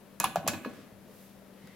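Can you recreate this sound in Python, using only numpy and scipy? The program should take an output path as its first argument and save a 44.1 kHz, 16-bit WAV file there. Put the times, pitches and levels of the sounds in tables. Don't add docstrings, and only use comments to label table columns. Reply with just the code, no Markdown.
import sys
import numpy as np
from scipy import signal
from scipy.fft import rfft, irfft
from scipy.io import wavfile
from scipy.ndimage import uniform_filter1d

SR = 44100
rng = np.random.default_rng(int(sys.argv[2]) if len(sys.argv) > 2 else 0)


def wav_out(sig):
    wavfile.write(sys.argv[1], SR, np.round(np.clip(np.atleast_2d(sig).T, -1, 1) * 32767).astype(np.int16))


N = 77175

# (frequency [Hz], relative density [dB])
AIR_COLOUR = [(30, -21), (110, -11.5), (230, -6), (320, -11.5), (520, -11.5), (850, -19.5), (2000, -24.5),
              (4000, -30), (8000, -34), (12500, -29), (16000, -35)]
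# (frequency [Hz], left-right [dB])
AIR_BALANCE = [(200, 7.5), (1000, 8.5), (12000, 1.5)]
# (frequency [Hz], left-right correlation [0-1])
COHERENCE = [(30, 0.65), (100, 0.62), (700, 0.91), (1500, 0.8), (3000, 0.63), (6000, 0.17), (14000, 0.031)]
# (frequency [Hz], level [dB])
HUM_TONES = [(195.5, -59.5), (586.8, -71)]
# (delay [s], gain [dB])
ECHOES = [(0.0114, -12), (0.0146, -15.5)]
# (frequency [Hz], T60 [s])
ROOM_T60 = [(100, 1.1), (260, 0.5), (700, 0.87), (1840, 0.87), (4850, 0.21), (12800, 0.52)]
# (frequency [Hz], gain [dB])
ROOM_GAIN = [(100, -1), (300, 1), (1000, -14), (1840, -8.5), (4850, -5), (12800, -12.5)]
# (centre time [s], sigma [s], level [dB], centre [Hz], half width [oct])
RUBS = [(0.2468, 0.0017, -29, 2920, 0.25), (0.47, 0.0056, -47, 2420, 0.53), (0.743, 0.088, -59, 1370, 1.54),
        (1.093, 0.026, -60, 413, 0.42), (1.205, 0.073, -63, 12600, 0.27), (1.21, 0.1, -63, 4570, 2.7),
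        (1.71, 0.087, -64.5, 2020, 0.13), (1.692, 0.11, -67, 3230, 0.75)]
# (time [s], level [dB], pitch [Hz], swell
# [s])
KNOCKS = [(0.2019, -32.5, 190, 0.0029), (0.2385, -22, 967, 0.0016), (0.2412, -11.5, 1019, 0.0015),
          (0.2420, -25.5, 780, 0.004), (0.241, -38.5, 145, 0.004), (0.3578, -13.5, 700, 0.0018),
          (0.3583, -21.5, 1260, 0.0008), (0.3680, -21, 727, 0.0026), (0.37, -34, 174.5, 0.0073),
          (0.372, -45, 100.7, 0.016), (0.444, -32.5, 234, 0.0031), (0.4655, -22.5, 636, 0.0014),
          (0.4757, -25, 1126, 0.0041), (0.4778, -21, 639, 0.002), (0.476, -37, 101.7, 0.016),
          (0.516, -38, 800, 0.0022), (0.532, -31, 284, 0.003), (0.6477, -28.5, 1150, 0.0012),
          (0.6570, -29, 249, 0.0041), (0.6590, -29, 490, 0.0021), (0.921, -47, 105, 0.0064),
          (1.4195, -48, 614, 0.0018), (1.6400, -41.5, 155, 0.0022)]
# (frequency [Hz], gain [dB])
CASING_COLOUR = [(50, -17), (110, -4), (250, 1), (430, -9.5), (700, 0.5), (1200, -1), (1700, -4),
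                 (1930, -11), (2300, -8), (4200, -11.5), (8000, -25.5), (16000, -17.5)]
# (frequency [Hz], gain [dB], T60 [s])
HOLDER_MODES = [(780, -6.5, 0.24), (940, 2.5, .11), (1098, -4.5, 0.31), (1497, -5.5, 0.28), (1683, 4, 0.08),
                (2230, -3, 0.065), (2479.5, 4, 0.12), (2493, 8, 0.053), (2588, -3.5, 0.12),
                (2933, -10, 0.088), (3210, -25, .08), (4145, -8.5, 0.12), (7230, -31, 0.1),
                (7550, -29, 0.065)]
# (frequency [Hz], gain [dB])
CLICK_COLOUR = [(300, -30.5), (1500, -3), (5000, 0), (6500, 6), (7400, 7), (8200, -0.5), (9800, -2),
                (10800, 7.5), (12900, 0), (14500, -9.5), (16000, -17)]
# (frequency [Hz], left-right [dB])
CLICK_BALANCE = [(4500, 0), (6500, 2), (9500, 2), (14000, -1.5)]
# (time [s], click [dB], ring [dB], casing [dB], tilt above 2 kHz [dB/oct],
# chatter decay [s], left-right [dB], ping [dB], favoured ring [Hz])
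CONTACTS = [(0.2008, -3.5, -32.5, -31.5, 4.5, 0.0017, -3.5, 1.5, 2750),
            (0.2324, -26, -54, -37, -3, 0.0022, -7, 8, 1020),
            (0.2423, -8, -34, -37, 1.5, 0.0018, -1, 4.5, 1060),
            (0.2487, -24, -46, -31, -12, 0.0015, 19.5, 25, 3100),
            (0.3585, -17, -41.5, -35.5, 0.5, 0.001, 0.5, -14.5, 1390),
            (0.4766, -10, -35.5, -36.5, 3, 0.00023, -1, -2.5, 1140),
            (0.4783, -7, -71, -36.5, 2.5, 0.0023, -1, -23, 1140),
            (0.4825, -11.5, -40, -34.5, 3.5, 0.002, -2.5, 0, 4140),
            (0.4844, -7, -40, -34.5, -6.5, 0.0056, 1.5, 0, 2650),
            (0.534, -31, -41, -38.5, -2, .005, 0, -4, 2510),
            (0.6473, -46, -39.5, -42.5, -19, 0.001, -3, -2, 1740),
            (1.6730, -37, -72, -58, -9, 0.0014, 3, 15, 2150)]

AIR_DB, HUM_WANDER_HZ, HUM_PAN_DB = -55, 1.57, 1
ROOM_BUILD_S, ECHO_LOWPASS_HZ, SCATTER_DB, SCATTER_S = 0.0024, 610, -22, 0.0011
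RUB_GRAIN_DB = 1.5
KNOCK_DAMPING, KNOCK_HIGHPASS_RATIO = 1.83, 0.75
CASING_T60_S, CASING_BASS_HZ, CASING_BASS_RISE_S = 0.12, 336, 0.0054
FAVOUR_DB, FAVOUR_WIDTH_OCT, PHASE_SCATTER_HZ_PER_RAD = 4.5, 0.24, 10000
CHATTER_DB, PING_HZ, PING_WIDTH_HZ = -0.5, 10700, 1100
SHIMMER_DB, SHIMMER_T60_S = -6.5, 0.086
SHIMMER_DB_PER_DOUBLING, CHATTER_REF_S = -5.5, 0.001


def amp(db):
    return 10 ** (np.asarray(db) / 20)


def unit_rms(x):
    return x / np.sqrt(np.mean(x ** 2) + 1e-20)


def log_interp(table, hz):
    table_hz, value = np.transpose(table)
    return np.interp(np.log(hz + 1), np.log(table_hz + 1), value)


def pan(db):
    return amp(np.array([db / 2, -db / 2])).reshape(2, -1)


def add(mix, start_s, sound):
    part = mix[:, round(start_s * SR):][:, :sound.shape[-1]]
    part += sound[..., :part.shape[1]]


def decay(t, t60_s):
    return np.exp(-np.log(1000) * t / t60_s)


def bins_hz(size):
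    return np.fft.rfftfreq(size, 1 / SR)


def noise(size, colour_db=0):
    left, other = rfft(rng.standard_normal((2, size)))
    coherence = np.clip(log_interp(COHERENCE, bins_hz(size)), 0, 1)
    right = coherence * left + np.sqrt(1 - coherence ** 2) * other
    return unit_rms(irfft(np.array([left, right]) * amp(colour_db), size))


def snap(colour_db):
    log_gain = np.log(amp(np.r_[colour_db, colour_db[-2:0:-1]]))
    pulse = np.fft.ifft(np.exp(np.conj(signal.hilbert(log_gain)))).real
    return pulse / np.linalg.norm(pulse)


def background():
    hz = bins_hz(N)
    side_db = log_interp(AIR_BALANCE, hz) / 2
    air = amp(AIR_DB) * noise(N, log_interp(AIR_COLOUR, hz) + np.array([side_db, -side_db]))
    hum = 0
    for tone_hz, db in HUM_TONES:
        wander_hz = HUM_WANDER_HZ * unit_rms(uniform_filter1d(rng.standard_normal(N), size=4000))
        hum += amp(db) * np.sqrt(2) * np.sin(2 * np.pi * np.cumsum(tone_hz + wander_hz) / SR)
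    return air + hum * pan(HUM_PAN_DB)


def room(x):
    hz, t, spectra = signal.stft(noise(SR * 3 // 4), SR, nperseg=256)
    t60_s = log_interp(ROOM_T60, hz)[:, None]
    gain = amp(log_interp(ROOM_GAIN, hz))[:, None] * np.sqrt(2 * np.log(1000) / (t60_s * SR))
    response = signal.istft(spectra * decay(t, t60_s) * gain, SR, nperseg=256)[1]
    t = np.arange(response.shape[1]) / SR
    response *= 1 - np.exp(-t / ROOM_BUILD_S)
    pole = np.exp(-2 * np.pi * ECHO_LOWPASS_HZ / SR)
    dull_pulse = signal.lfilter([1 - pole], [1, -pole], t == 0)
    for delay_s, db in ECHOES:
        add(response, delay_s, amp(db) * dull_pulse)
        scatter = noise(len(t)) * np.exp(-t / SCATTER_S)
        add(response, delay_s, amp(SCATTER_DB) * scatter / np.linalg.norm(scatter[0]))
    return signal.fftconvolve(x, response, axes=1)[:, :N]


def lug_rubs():
    t, octave = np.arange(N) / SR, np.log2(bins_hz(N) + 1)
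    out = np.zeros((2, N))
    for centre_s, sigma_s, db, hz, width_oct in RUBS:
        grain_db = RUB_GRAIN_DB * unit_rms(uniform_filter1d(rng.standard_normal(N), size=60))
        colour_db = -20 * np.log10(1 + ((octave - np.log2(hz)) / width_oct) ** 2)
        swell = np.exp(-((t - centre_s) / sigma_s) ** 2 / 2)
        out += amp(db) * swell * unit_rms(amp(grain_db)) * noise(N, colour_db)
    return out


def head_knocks():
    out, t = np.zeros((2, N)), np.arange(SR // 5) / SR
    for start_s, db, hz, swell_s in KNOCKS:
        envelope = (t / swell_s * np.exp(1 - t / swell_s)) ** KNOCK_DAMPING
        swing = amp(db) * envelope * np.sin(2 * np.pi * hz * t)
        highpass = signal.butter(2, KNOCK_HIGHPASS_RATIO * hz, "high", fs=SR)
        add(out, start_s, signal.lfilter(*highpass, swing))
    return out


def casing_rattle(t):
    hz = bins_hz(len(t))
    rattle = noise(len(t), log_interp(CASING_COLOUR, hz))
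    bass = irfft(rfft(rattle) / (1 + (hz / CASING_BASS_HZ) ** 2), len(t))
    return (rattle - bass * np.exp(-t / CASING_BASS_RISE_S)) * decay(t, CASING_T60_S)


def holder_ring(t, favoured_hz):
    ring = 0
    for k, (hz, db, t60_s) in enumerate(HOLDER_MODES):
        favour_db = FAVOUR_DB * np.exp(-(np.log2(hz / favoured_hz) / FAVOUR_WIDTH_OCT) ** 2)
        ear_phase = rng.standard_normal((2, 1)) * hz / PHASE_SCATTER_HZ_PER_RAD
        ring += (-1) ** k * amp(db + favour_db) * decay(t, t60_s) * np.sin(2 * np.pi * hz * t + ear_phase)
    return ring / 2


def lug_click(t, tilt_db_per_oct, chatter_s, ping_db):
    chatter = noise(len(t)) * np.exp(-t / chatter_s)
    shimmer = noise(len(t)) * decay(t, SHIMMER_T60_S)
    shimmer_db = SHIMMER_DB + SHIMMER_DB_PER_DOUBLING * np.log2(chatter_s / CHATTER_REF_S)
    force = t == 0
    for db, burst in [(CHATTER_DB, chatter), (shimmer_db, shimmer)]:
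        force = force + amp(db) * burst / np.linalg.norm(burst, axis=1, keepdims=True)
    hz = bins_hz(size=1024)
    colour_db = log_interp(CLICK_COLOUR, hz) + tilt_db_per_oct * np.log2(np.maximum(hz, 2000) / 2000)
    colour_db += ping_db * np.exp(-((hz - PING_HZ) / PING_WIDTH_HZ) ** 2)
    side_db = log_interp(CLICK_BALANCE, hz) / 2
    pulses = np.array([snap(colour_db + side_db), snap(colour_db - side_db)])
    return signal.fftconvolve(force, pulses, axes=1)


def lug_contacts():
    out, t = np.zeros((2, N)), np.arange(SR // 2) / SR
    for start_s, click_db, ring_db, casing_db, tilt, chatter_s, pan_db, ping_db, favoured_hz in CONTACTS:
        add(out, start_s, amp(click_db) * pan(pan_db) * lug_click(t, tilt, chatter_s, ping_db))
        add(out, start_s, amp(ring_db) * holder_ring(t, favoured_hz))
        add(out, start_s, amp(casing_db) * casing_rattle(t))
    return out


def scene():
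    metal = lug_contacts() + head_knocks() + lug_rubs()
    return metal + room(metal) + background()


def record(dry):
    lowpass = signal.firwin(401, 16100, window=("kaiser", 9), fs=SR)
    return signal.oaconvolve(dry, lowpass[None], "same")


dry = scene()
out = record(dry)
wav_out(out)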